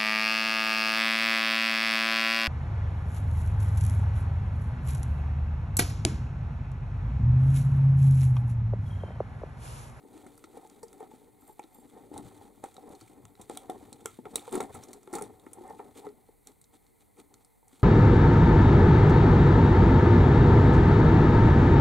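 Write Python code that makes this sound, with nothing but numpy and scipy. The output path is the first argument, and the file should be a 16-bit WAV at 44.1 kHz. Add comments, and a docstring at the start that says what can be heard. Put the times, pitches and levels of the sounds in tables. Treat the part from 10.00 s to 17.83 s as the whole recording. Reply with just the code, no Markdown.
"""At a wooden bench in a quiet room, a small screwdriver works the screw terminals of a circuit board.
The board drags and knocks on the bench top: friction drives its low modes, and impacts set them ringing.
Blade and wire ends tick against metal and plastic, and twice the screw squeaks by stick-slip in its thread.
Direct sound and short reflections reach two microphone ports over a steady hiss."""
import sys
import numpy as np
from scipy import signal
from scipy.fft import rfft, irfft, next_fast_len
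from scipy.io import wavfile
from scipy.ndimage import uniform_filter1d

SR = 44100
rng = np.random.default_rng(int(sys.argv[2]) if len(sys.argv) > 2 else 0)


def int16_out(signal):
    """Quantize to a 16-bit WAV file."""
    q = np.round(np.clip(np.atleast_2d(signal).T, -1, 1) * 32767)
    wavfile.write(sys.argv[1], SR, q.astype(np.int16))


N = 345303

# normal modes of the bench top: f/Hz, level/dB, nominal T60/s
BENCH_MODES = [(212, -12.5, 0.15), (253.8, -7.5, 0.048), (295.4, 0.5, 0.069), (332.7, -3, 0.15),
               (367, -1.5, 0.13), (419.5, -1.5, 0.065), (457.3, -3, 0.13), (550, -12, 0.024),
               (602, 4, 0.017), (749.4, -3, 0.017), (752.6, 4, 0.029), (801, 9, 0.029), (869.6, 9, 0.078),
               (980, -1.5, 0.03), (1230, -16, 0.052), (1228, -5, 0.048), (1832, -4.5, 0.09),
               (2050, -10, 0.04)]
UPPER_MODES_HZ = 600  # hard contact weights the modes above this


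def gain_of(db):
    """Amplitude ratio of a level in decibels."""
    return 10 ** (np.asarray(db) / 20)


def unit_rms(x):
    """Normalisation to an rms of 1."""
    return x / np.sqrt(np.mean(x ** 2) + 1e-20)


def curve_at(points, hz):
    """Interpolation on a logarithmic frequency axis."""
    f, value = np.transpose(points)
    return np.interp(np.log(hz + 1), np.log(f + 1), value)


def filtered(x, response):
    """Linear filtering: the spectrum is multiplied by response(f)."""
    n = next_fast_len(x.shape[-1], real=True)
    return irfft(rfft(x, n) * response(np.fft.rfftfreq(n, 1 / SR)), n)[..., :x.shape[-1]]


def coloured(x, spectrum):
    """Spectral shaping by a curve of f/Hz, level/dB."""
    return filtered(x, lambda f: gain_of(curve_at(spectrum, f)))


def resonate(x, hz, width):
    """Forced response of a damped resonator, with gain near 1 at its centre."""
    r = np.exp(-np.pi * width / SR)
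    return 2 * signal.lfilter([1 - r], [1, -r * np.exp(2j * np.pi * hz / SR)], x).real


def resonance(f, hz, width):
    """Complex frequency response of one mode, 1 at its centre."""
    return 1 / (1 + 2j * (f - hz) / width)


def add(mix, start, sound):
    """Superposition of a sound from a start time in seconds."""
    part = mix[round(start * SR):][:len(sound)]
    part += sound[:len(part)]


def room_hiss():
    """Stationary noise of room and microphone, as sum (mid) and difference (side) of the two ports."""
    # noise spectra: f/Hz, relative level/dB
    mid_spectrum = [(13, -16), (22, -1.5), (196, 8.5), (351, -1), (450, -24), (594, -3.5), (952, -6.5),
                    (1660, -12), (2070, 2), (2880, -23), (4370, -7), (5010, -20.5), (8490, -2.5),
                    (15200, -6), (16500, -29)]
    side_spectrum = [(13, -37), (22, -1), (181, -3.5), (371, -6.5), (926, -14.5), (2010, -45), (2370, -42),
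                     (3310, -67), (6430, -68), (7600, -49), (8970, -31.5), (15200, -24.5), (16500, -51)]
    # narrow hums of the room: f/Hz, bandwidth/Hz, level/dB
    hums = [(43, 8, -77.5), (2050, 85, -93.5), (451, 20, -80.5), (950, 100, -87)]
    mid_noise, side_noise, hum_noise = rng.standard_normal((3, N))
    mid = gain_of(-72) * unit_rms(coloured(mid_noise, mid_spectrum))
    mid += sum(gain_of(db) * unit_rms(resonate(hum_noise, hz, width)) for hz, width, db in hums)
    side = gain_of(-68) * unit_rms(coloured(side_noise, side_spectrum))
    return np.array([mid + side, mid - side])


def friction(slips_per_s, spread_db, smooth, decay_s):
    """Sliding friction: random slips, each a decaying puff of noise, over smooth rubbing."""
    sizes = gain_of(spread_db * np.minimum(rng.exponential(1, N), 3))
    slips = sizes * (rng.random(N) < slips_per_s / SR)
    puffs = signal.lfilter([1], [1, -np.exp(-1 / (decay_s * SR))], slips)
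    return unit_rms((unit_rms(puffs) + smooth) * rng.standard_normal(N))


def driven_bench(force, modes):
    """Modal superposition: each mode filters the force, and a broad resonance steepens its skirts."""
    def response(f):
        return sum(gain_of(db) * resonance(f, hz, 2.18 / t60) * resonance(f, hz, .32 * hz)
                   for hz, db, t60 in modes)
    return unit_rms(filtered(force, response))


def handling():
    """Forced vibration: dragging drives the bench modes, small parts scratch, an arm thuds on the wood."""
    # hands moving the board: t/s, drag/dB, hard edge/dB re drag, scratch/dB, arm thud/dB
    moves = [(0.0, -70, -5, -74.5, -79), (0.04, -57, -6, -76, -69), (0.11, -57.5, -9, -70.5, -74),
             (0.28, -52.5, -1.5, -66, -69.5), (0.33, -59, -8, -69, -71), (0.52, -60.5, -8.5, -70.5, -74),
             (0.57, -59, 3, -64.5, -78), (0.7, -62.5, -5, -69.5, -80), (0.98, -56, -7.5, -71.5, -74),
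             (1.02, -62.5, 13, -65, -76), (1.09, -54.5, -11, -79, -79), (1.11, -57, -6.5, -66, -81),
             (1.37, -66.5, -6, -78.5, -75), (1.5, -58.5, 0.5, -71, -73), (1.55, -70, -6, -77, -74),
             (1.61, -73, 9, -70, -78), (1.66, -65.5, 2, -74.5, -83), (1.92, -58, -11.5, -71.5, -72),
             (1.98, -52, -0.5, -70, -72), (2.09, -56, -14, -74, -71), (2.16, -52.5, -0.5, -69, -48),
             (2.2, -56, -7, -69, -66), (2.25, -49.5, -11, -61.5, -48), (2.31, -54.5, -5, -65, -66),
             (2.4, -60, -3, -67, -65), (2.44, -54.5, -2, -64.5, -66), (2.51, -57.5, -6.5, -75.5, -76),
             (2.62, -62.5, -12, -71, -68), (2.64, -54, 16, -59, -70), (2.7, -67, 0, -67, -74),
             (2.9, -44, -9, -73, -84), (3.03, -67.5, 2.5, -64, -62), (3.2, -56.5, -8.5, -75, -72),
             (3.25, -63, -3, -72, -52.5), (3.34, -67.5, -5.5, -79, -80), (3.42, -61.5, 6.5, -62.5, -59),
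             (3.47, -62.5, -11, -74, -69), (3.51, -56, 18, -58, -76), (3.53, -51.5, -15, -60, -70),
             (3.64, -58, 2.5, -65.5, -80), (3.68, -59.5, -10, -76, -66), (3.71, -62, 23.5, -60, -75),
             (3.73, -47, -7.5, -66, -68), (3.86, -53, -5, -66, -60), (4.01, -63, -7, -74, -69),
             (4.06, -54, 2.5, -66, -58), (4.14, -62, -16, -64.5, -65), (4.19, -73, 5, -70.5, -72),
             (4.23, -66, -19, -75, -66), (4.27, -48, 3, -71, -56), (4.32, -53, -15, -62, -83),
             (4.34, -51, -1, -64, -57.5), (4.49, -58.5, 5, -57.5, -71), (4.51, -56, -4, -65, -75),
             (4.54, -60, 6, -44.5, -73), (4.6, -44, 7.5, -53.5, -67), (4.67, -49, -5, -62.5, -83),
             (4.71, -50, 1, -64.5, -51), (4.73, -63, -23, -63, -65), (4.75, -45.5, 1, -59.5, -46.5),
             (4.86, -54, -10.5, -65, -73), (4.9, -49, -2, -64.5, -76), (5.04, -61.5, -9, -73, -77),
             (5.19, -52.5, 6.5, -67, -71), (5.3, -53.5, -7, -72.5, -62), (5.37, -62.5, -1.5, -73.5, -69),
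             (5.54, -59.5, -3.5, -72, -70), (5.69, -59.5, 6.5, -66, -72), (5.78, -54, -7.5, -69, -67),
             (5.8, -55.5, 16, -67, -68), (5.84, -49.5, -6, -70, -73), (5.95, -67, -6, -73, -67),
             (6.06, -54, -1, -67, -74), (6.13, -60, -12, -75.5, -73), (6.28, -73, 0, -77, -75),
             (6.41, -70, -7, -83, -79), (6.48, -85, -1, -66, -83), (6.54, -73.5, -4.5, -79.5, -72),
             (7.0, -75, -4, -81, -80), (7.28, -64, -6, -77.5, -70), (7.61, -87, 12.5, -81, -81),
             (7.83, -62.5, -5, -74, -77)]
    # short rubs of finger or wire: mid t/s, duration/s, drag/dB, hard edge/dB re drag, scratch/dB
    rubs = [(0.188, 0.067, -59, -6, -73.5), (2.924, 0.036, -96, -20, -66.5), (2.165, 0.076, -49, -5.5, -65),
            (4.558, 0.065, -33, -9, -66), (4.769, 0.024, -51, -14, -62), (4.837, 0.032, -59, -4, -63),
            (5.153, 0.042, -38, -2.5, -52), (5.22, 0.098, -55, -14, -63), (5.704, 0.035, -56.5, 9, -96),
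            (5.981, 0.049, -50, -9.5, -57), (6.493, 0.054, -63, -3, -80), (6.751, 0.045, -65.5, -7, -68),
            (7.016, 0.033, -70, -9, -69), (7.199, 0.034, -54, -7, -58), (7.414, 0.046, -83, -7, -78),
            (7.76, 0.13, -90, -16, -70)]
    # spectrum of the scratching: f/Hz, relative level/dB
    scratch_spectrum = [(760, -18.5), (1300, -1), (1540, -8), (1620, -10.5), (2420, -5.5), (2710, -13),
                        (3600, -5), (4490, -9.5), (5150, -16.5), (8610, -4.5), (11000, -14.5),
                        (12000, -12.5), (16000, -22)]
    t = np.arange(N) / SR
    times, *levels = np.transpose(moves)
    drag_db, hard_db, scratch_db, thud_db = (np.interp(t, times, level) for level in levels)
    drag_gain, hard_gain, scratch_gain = gain_of([drag_db, drag_db + hard_db, scratch_db])
    for middle, length, rub_db, edge_db, treble_db in rubs:
        stroke = np.exp(-(2 * (t - middle) / length) ** 4)
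        drag_gain += gain_of(rub_db) * stroke
        hard_gain += gain_of(rub_db + edge_db) * stroke
        scratch_gain += gain_of(treble_db) * stroke
    force = friction(slips_per_s=240, spread_db=3, smooth=.32, decay_s=.0056)
    low = driven_bench(force, [mode for mode in BENCH_MODES if mode[0] < UPPER_MODES_HZ])
    high = driven_bench(force, [mode for mode in BENCH_MODES if mode[0] >= UPPER_MODES_HZ])
    crackle = friction(slips_per_s=260, spread_db=2.3, smooth=.95, decay_s=.0027)
    scratch = unit_rms(coloured(crackle, scratch_spectrum))
    rumble = resonate(rng.standard_normal(N), hz=106, width=50)
    thud = unit_rms(resonate(rumble, hz=101.5, width=76))
    return drag_gain * low + hard_gain * high + scratch_gain * scratch + gain_of(thud_db) * thud


def board_knocks():
    """Free vibration after impact: the bench rings, and so does the board, at a pitch set by the grip."""
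    # board on bench: t/s, peak before the high-pass/dB, board f/Hz, upper modes/dB, board T60 factor
    impacts = [(0.048, -47, 453, -6, 0.67), (0.155, -43.5, 317, -11, 2.8), (0.261, -45, 245, -12, 1.2),
               (0.441, -42.5, 322, -12, 1.3), (0.541, -42.5, 465, -6, 0.73), (0.571, -39, 455, -7, 0.78),
               (0.63, -48, 772, -60, 1.4), (0.649, -40, 865, -22, 1.01), (0.831, -36.5, 462, 5, 1.2),
               (0.92, -63, 355, 0, 0.76), (1.005, -35, 437, 6, 1.1), (1.027, -35, 768, -27, 0.67),
               (1.114, -45, 872, -12, 1.1), (1.136, -40, 271, -24, 0.84), (1.493, -40.5, 860, -23, 1.01),
               (1.593, -30, 833, -11, 0.66), (1.641, -46, 314, -16, 1.5), (1.785, -43.5, 248, -4, 0.84),
               (1.964, -43, 470, -12, 0.78), (2.114, -32.5, 356, -12, 0.57), (2.14, -39, 302, -16, 1.01),
               (2.183, -45, 264, -8, 1.01), (2.412, -42.5, 802, -19, 0.64), (2.638, -28, 790, -21, 0.63),
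               (2.78, -37.5, 764, -27, 0.58), (2.945, -58, 767, -7, 3), (3.017, -44.5, 321, -22, 1.4),
               (3.097, -47, 307, -8, 1.7), (3.238, -53, 245, -23, 0.79), (3.396, -40.5, 234, -21, 0.38),
               (3.497, -26, 450, -8, 0.34), (3.567, -38, 749, -7, 0.85), (3.695, -23.5, 742, -25, 0.83),
               (3.825, -45, 314, -8, 1.4), (3.923, -41, 248, -6, 0.42), (4.021, -45, 231, -8, 0.83),
               (4.056, -31, 420, -24, 0.45), (4.188, -32, 251, -10, 0.73), (4.255, -33.5, 425, -8, 0.93),
               (4.355, -31.5, 442, -5, 0.71), (4.477, -33.5, 476, 5, 1.14), (4.529, -26, 374, 13, 1.2),
               (4.55, -28, 374, 13, 1.6), (4.602, -22.5, 427, 12, 0.71), (4.629, -35.5, 305, -16, 2),
               (4.753, -41, 802, -23, 1.6), (4.881, -42.5, 334, -16, 0.93), (5.075, -35.5, 372, -3, 0.84),
               (5.13, -27.5, 344, -14, 1.6), (5.15, -29, 448.5, -15, 1.5), (5.185, -37.5, 868, -15, 3),
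               (5.213, -29, 417, -14, 1.1), (5.466, -35, 322, 0, 0.59), (5.524, -53, 473, -22, 1.3),
               (5.584, -35, 355, 3, 0.64), (5.61, -36, 360, -11, 2.2), (5.697, -38, 452, -2, 1.4),
               (5.795, -31.5, 415, 8, 0.69), (6.044, -40.5, 885, -8, 0.79), (6.068, -31, 416, -29, 1.9),
               (6.288, -45, 439, -8, 0.86), (6.496, -49, 280, -16, 1.01), (7.338, -63, 320, -7, 1.01),
               (7.628, -54, 896, -12, 0.55), (7.729, -47.5, 277, -8, 1.7)]
    out, t = np.zeros(N), np.arange(8000) / SR
    hz, db, t60 = np.transpose(BENCH_MODES)[:, :, None]
    rise = (1 - np.exp(-t / .0013)) ** 2  # the top takes a moment to swing
    for start, peak_db, board_hz, hard_db, ring_factor in impacts:
        # the spot struck differs each time
        scatter_db, shift, detune = rng.standard_normal((3, len(BENCH_MODES), 1))
        octaves_away = abs(np.log2(hz / board_hz))
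        mode_db = db - 5 * octaves_away + scatter_db + hard_db * (hz > UPPER_MODES_HZ)
        # hands damp the first swing; a weaker tail rings on
        decay = gain_of(-60 * t / (.4 * t60)) + .2 * gain_of(-60 * t / (1.4 * t60))
        phase = 2 * np.pi * hz * (1 + .015 * detune) * t + shift / 3
        bench = (gain_of(mode_db) * decay * np.sin(phase)).sum(0)
        board = gain_of(-60 * t / (.076 * ring_factor)) * np.sin(2 * np.pi * board_hz * t)
        knock = (bench / abs(bench).max() + .33 * board) * rise
        add(out, start, gain_of(peak_db) * knock / abs(knock).max())
    return signal.lfilter(*signal.butter(2, 140, "high", fs=SR), out)  # a thin top radiates little bass


def blade_ticks():
    """Transient excitation: a snap and rattle give a crack of plastic, a ping of the blade and a fizz."""
    # blade and wire ends on metal and plastic:
    # t/s, nominal peak/dB, fizz f/Hz, ping f/Hz, crack/dB re peak, ping/dB re peak, rattle T60/s
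    contacts = [(0.2654, -48.5, 8150, 2440, -1, -22, 0.022), (0.3541, -52, 9340, 4680, -25, -17, 0.018),
                (0.3775, -47, 10900, 4640, -11, -12, 0.045), (0.4409, -41.5, 7800, 3940, -2.5, -2.5, 0.043),
                (0.5457, -58, 9150, 3990, -15, -22, 0.018), (0.5736, -48, 9700, 4710, -16, -21, 0.015),
                (0.6734, -48, 7980, 3350, -20, -18, 0.018), (0.6994, -44, 6550, 4700, -33, -6, 0.0086),
                (0.8307, -39.5, 7660, 4640, -17, -8.5, 0.054), (0.883, -49, 6860, 4750, -23, -5, 0.016),
                (0.9295, -46, 9000, 3700, -7.5, -11, 0.02), (1.004, -47, 8640, 2500, -5, -17, 0.018),
                (1.4206, -53, 7440, 4260, -7, -17, 0.018), (1.477, -47.5, 9400, 4320, -30, -31, 0.02),
                (1.5944, -41, 7200, 2450, -14, -6.5, 0.018), (1.6298, -51, 10100, 3580, -9, 0, 0.024),
                (1.6382, -47, 7860, 3800, -8, -1, 0.025), (1.8984, -51.5, 8670, 3360, -7, -7, 0.019),
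                (2.14, -46, 8150, 3850, -8, -6, 0.025), (2.1784, -29, 9100, 3860, -28, -12, 0.026),
                (2.64, -36, 8450, 3740, -4, -10, 0.025), (2.742, -48, 7120, 3450, -14, -16, 0.023),
                (2.7665, -42.5, 9120, 3860, -7, -0.5, 0.021), (2.892, -45, 10800, 4530, -29, -16, 0.018),
                (2.9512, -46.5, 6990, 4300, -24, -2, 0.026), (3.0112, -44, 8700, 4360, -11.5, -1.5, 0.04),
                (3.2532, -40, 7400, 3480, -7, -7, 0.015), (3.3532, -54, 8770, 3990, -3, 1, 0.02),
                (3.414, -38.5, 7500, 3560, -27, -12, 0.045), (3.497, -33.5, 7900, 3800, -4, -7, 0.011),
                (3.5732, -25, 8900, 3340, -22, -8, 0.012), (3.6984, -34.5, 10000, 3530, -7.5, -6.5, 0.029),
                (3.9285, -33.5, 7860, 4120, -23, -5, 0.028), (4.0073, -51, 7740, 3500, -9, -5, 0.054),
                (4.0585, -20, 7330, 3260, -8, -13.5, 0.0085), (4.2543, -45, 8460, 3460, 5.5, -6.5, 0.054),
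                (4.357, -14.5, 8500, 3960, -23, -9, 0.023), (4.3809, -42, 9220, 2730, -21, 4.5, 0.018),
                (4.394, -40.5, 8800, 3670, -21, 1, 0.018), (4.4794, -43, 8590, 3840, -1, -16, 0.018),
                (4.5111, -43, 9670, 3900, -21, -25, 0.02), (4.5261, -32.5, 9050, 3760, -7, -23, 0.02),
                (4.5544, -24.5, 8700, 3260, -8, -26, 0.026), (4.6053, -26.5, 8100, 3740, -2.5, -8, 0.027),
                (4.6274, -35, 8700, 3580, -8, -20, 0.024), (4.6374, -42, 8490, 2450, -14, -16, 0.034),
                (4.744, -41, 7550, 3480, -24, -22, 0.046), (4.7501, -38, 9220, 2560, -8, -18, 0.046),
                (4.8364, -37, 5960, 3930, -26, -22, 0.035), (4.8854, -46.5, 7430, 4360, -16, -5, 0.034),
                (4.9316, -36, 7400, 4160, -13, -9.5, 0.032), (5.031, -49, 7200, 4970, -11, -14, 0.026),
                (5.0747, -48, 8280, 3400, 0, -5.5, 0.018), (5.1292, -36, 7430, 4830, -16, -15, 0.054),
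                (5.1374, -31.5, 8790, 4370, -2, -17, 0.044), (5.1531, -25.5, 8040, 4430, -22, -13, 0.027),
                (5.165, -40, 8480, 3660, -1, -20, 0.018), (5.1845, -34.5, 7400, 4740, -0.5, -19, 0.042),
                (5.212, -38, 8520, 2400, -2, -26, 0.018), (5.222, -30, 8700, 3570, -14, -26, 0.022),
                (5.239, -42.5, 8850, 3730, -9, -5, 0.015), (5.3976, -50, 8730, 3740, -22, -5, 0.018),
                (5.465, -47, 8100, 3180, 2, -16, 0.029), (5.5325, -33.5, 9000, 3430, -24, -25, 0.028),
                (5.678, -48, 8060, 2980, -20, -22, 0.018), (5.6997, -50, 8790, 4700, -14, -7, 0.016),
                (5.793, -51, 8750, 2470, 6, -26, 0.022), (6.0674, -45.5, 10300, 3490, 3.5, -11, 0.034),
                (6.0896, -51, 8880, 4370, 0, -0.5, 0.018), (6.4716, -34.5, 7300, 4000, -36, -10.5, 0.015),
                (6.6147, -44.5, 8800, 4000, -20, -16, 0.025), (6.641, -49.5, 6530, 3950, -23, -6, 0.031),
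                (6.8664, -54.5, 8560, 4340, -11, -5, 0.018), (7.1697, -53.5, 8060, 2430, -13, -13, 0.029),
                (7.341, -42.5, 7240, 4300, -13, -5, 0.02), (7.448, -46.5, 8800, 4270, -23, -8, 0.027),
                (7.6815, -46.5, 9000, 4330, -30, -30, 0.018)]
    # small parts as the microphone colours them: f/Hz, level/dB (applied at half its value)
    brightness = [(710, -16), (1200, -20), (1350, 0), (1510, -66), (1930, -26.5), (2180, -10.5),
                  (2860, -33), (3910, -27.5), (5130, -27.5), (5590, -2), (6160, -5.5), (7910, 8.5),
                  (8910, 9.5), (13300, 1.5), (16000, -3.5)]
    size, lead_in = 4096, 64  # samples
    out, t, f = np.zeros(N), np.arange(size) / SR, np.fft.rfftfreq(size, 1 / SR)
    snap = .9 * gain_of(-60 * t / .004)
    tail = gain_of(-22.5 - 60 * t / .2)
    colour = gain_of(.5 * curve_at(brightness, f))
    window = np.interp(np.arange(size), [40, lead_in, 3000, 3800], [0, 1, 1, 0])
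    for start, peak_db, fizz_hz, ping_hz, crack_db, ping_db, t60 in contacts:
        envelope = snap + gain_of(-60 * t / t60) + tail
        burst = rfft(np.roll(rng.standard_normal(size) * envelope, lead_in))
        crack = abs(resonance(f, 1515, width=1230)) ** 3
        blade_ring = gain_of(5) * resonance(f, ping_hz, width=230)
        ping = abs(resonance(f, ping_hz, width=1680)) ** 3 + blade_ring
        broad_fizz = gain_of(-7.5) * abs(resonance(f, 9000, width=10400)) ** 2
        fizz = abs(resonance(f, fizz_hz, width=.3 * fizz_hz)) ** 2 + broad_fizz
        parts = irfft(burst * colour * [crack, ping, fizz]) * window
        fizz_gain = np.sqrt(np.clip(1 - gain_of(2 * ping_db) - .5 * gain_of(2 * crack_db), .03, 1))
        weights = np.array([gain_of(crack_db), gain_of(ping_db), fizz_gain]) / abs(parts).max(1)
        add(out, start - lead_in / SR, gain_of(peak_db) * weights @ parts)
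    return out


def screw_squeaks():
    """Stick-slip in the thread drives narrow modes: a high whistle, and lower tones as the screw bites."""
    # one list for each turn of the screw: t/s, whistle/dB, bite on the lower tones/dB
    turns = [
        [(1.39, -101, 5), (1.412, -72, -4), (1.462, -68, -11), (1.466, -72, -3), (1.532, -69.5, -3),
         (1.56, -93, -1)],
        [(1.72, -89, -5), (1.73, -71, -10), (1.748, -67, -3), (1.822, -79, 6), (1.834, -93, 3), (1.9, -88, 9)],
    ]
    # modes of the thread: f/Hz, nominal bandwidth/Hz, relative level/dB
    thread_modes = [(3580, 80, -14), (4700, 90, -15), (7540, 63, -1), (8660, 140, 0.5), (10100, 140, -4),
                    (12000, 120, 2)]
    out = np.zeros(N)
    for turn in turns:
        times, *levels = np.transpose(turn)
        t = np.arange(times[0], times[-1], 1 / SR)
        level_db, bite_db = (np.interp(t, times, level) for level in levels)
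        noise, jitter = rng.standard_normal((2, len(t)))
        flutter_db = 3.5 * unit_rms(uniform_filter1d(jitter, 200))
        slips = noise * gain_of(flutter_db)
        ring = sum(gain_of(db + bite_db * (hz < 11000)) * unit_rms(resonate(slips, hz, .99 * width))
                   for hz, width, db in thread_modes)
        add(out, times[0], gain_of(level_db) * ring * signal.windows.tukey(len(t), .1))
    return out


def direct_sound(source):
    """Differences of level and phase between the two ports give the source its direction."""
    # level difference: f/Hz, left minus right/dB
    level_difference = [(60, 4.4), (250, 4.8), (500, 1.5), (1000, -.6), (4000, -.5), (8000, -2.5),
                        (13000, .4)]
    # phase difference: f/Hz, lead of the left port/rad
    phase_lead = [(100, -.6), (300, -.7), (600, -.65), (1200, -.55), (2200, -.32), (4500, -.12), (6500, .2),
                  (8500, .75), (12000, 1.5), (15500, 1.2)]

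    def port(share):
        return filtered(source, lambda f: gain_of(share * curve_at(level_difference, f))
                        * np.exp(1j * share * curve_at(phase_lead, f)))
    return np.array([port(.5), port(-.5)])


def reflections(source, t60=.14):
    """Diffuse reverberation: sparse decaying echoes of random sign, uncorrelated at the two ports."""
    # reflected sound: f/Hz, level/dB re source
    echo_spectrum = [(60, -9), (300, -16), (900, -14), (2000, -21), (4000, -28), (8000, -17), (15000, -8)]
    taps = np.zeros((2, 11000))
    delays = np.arange(40, 10980, 20) + rng.integers(0, 20, (2, 547))  # one echo in every 20 samples
    np.put_along_axis(taps, delays, rng.choice([-1., 1.], delays.shape), 1)
    taps *= gain_of(-60 * np.arange(11000) / SR / t60)
    echoes = signal.fftconvolve(source[None], taps / np.linalg.norm(taps[0]), axes=1)[:, :N]
    return coloured(echoes, echo_spectrum)


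def scene():
    """Superposition of the direct and reflected sound of the bench work with the background noise."""
    work = board_knocks() + blade_ticks() + handling() + screw_squeaks()
    return direct_sound(work) + reflections(work) + room_hiss()


def record(dry):
    """Band limiting: a linear-phase low-pass filter at 16 kHz."""
    low_pass = signal.firwin(255, 16000, window=("kaiser", 8), fs=SR)
    return signal.oaconvolve(dry, low_pass[None], "same")


dry = scene()
out = record(dry)
int16_out(out)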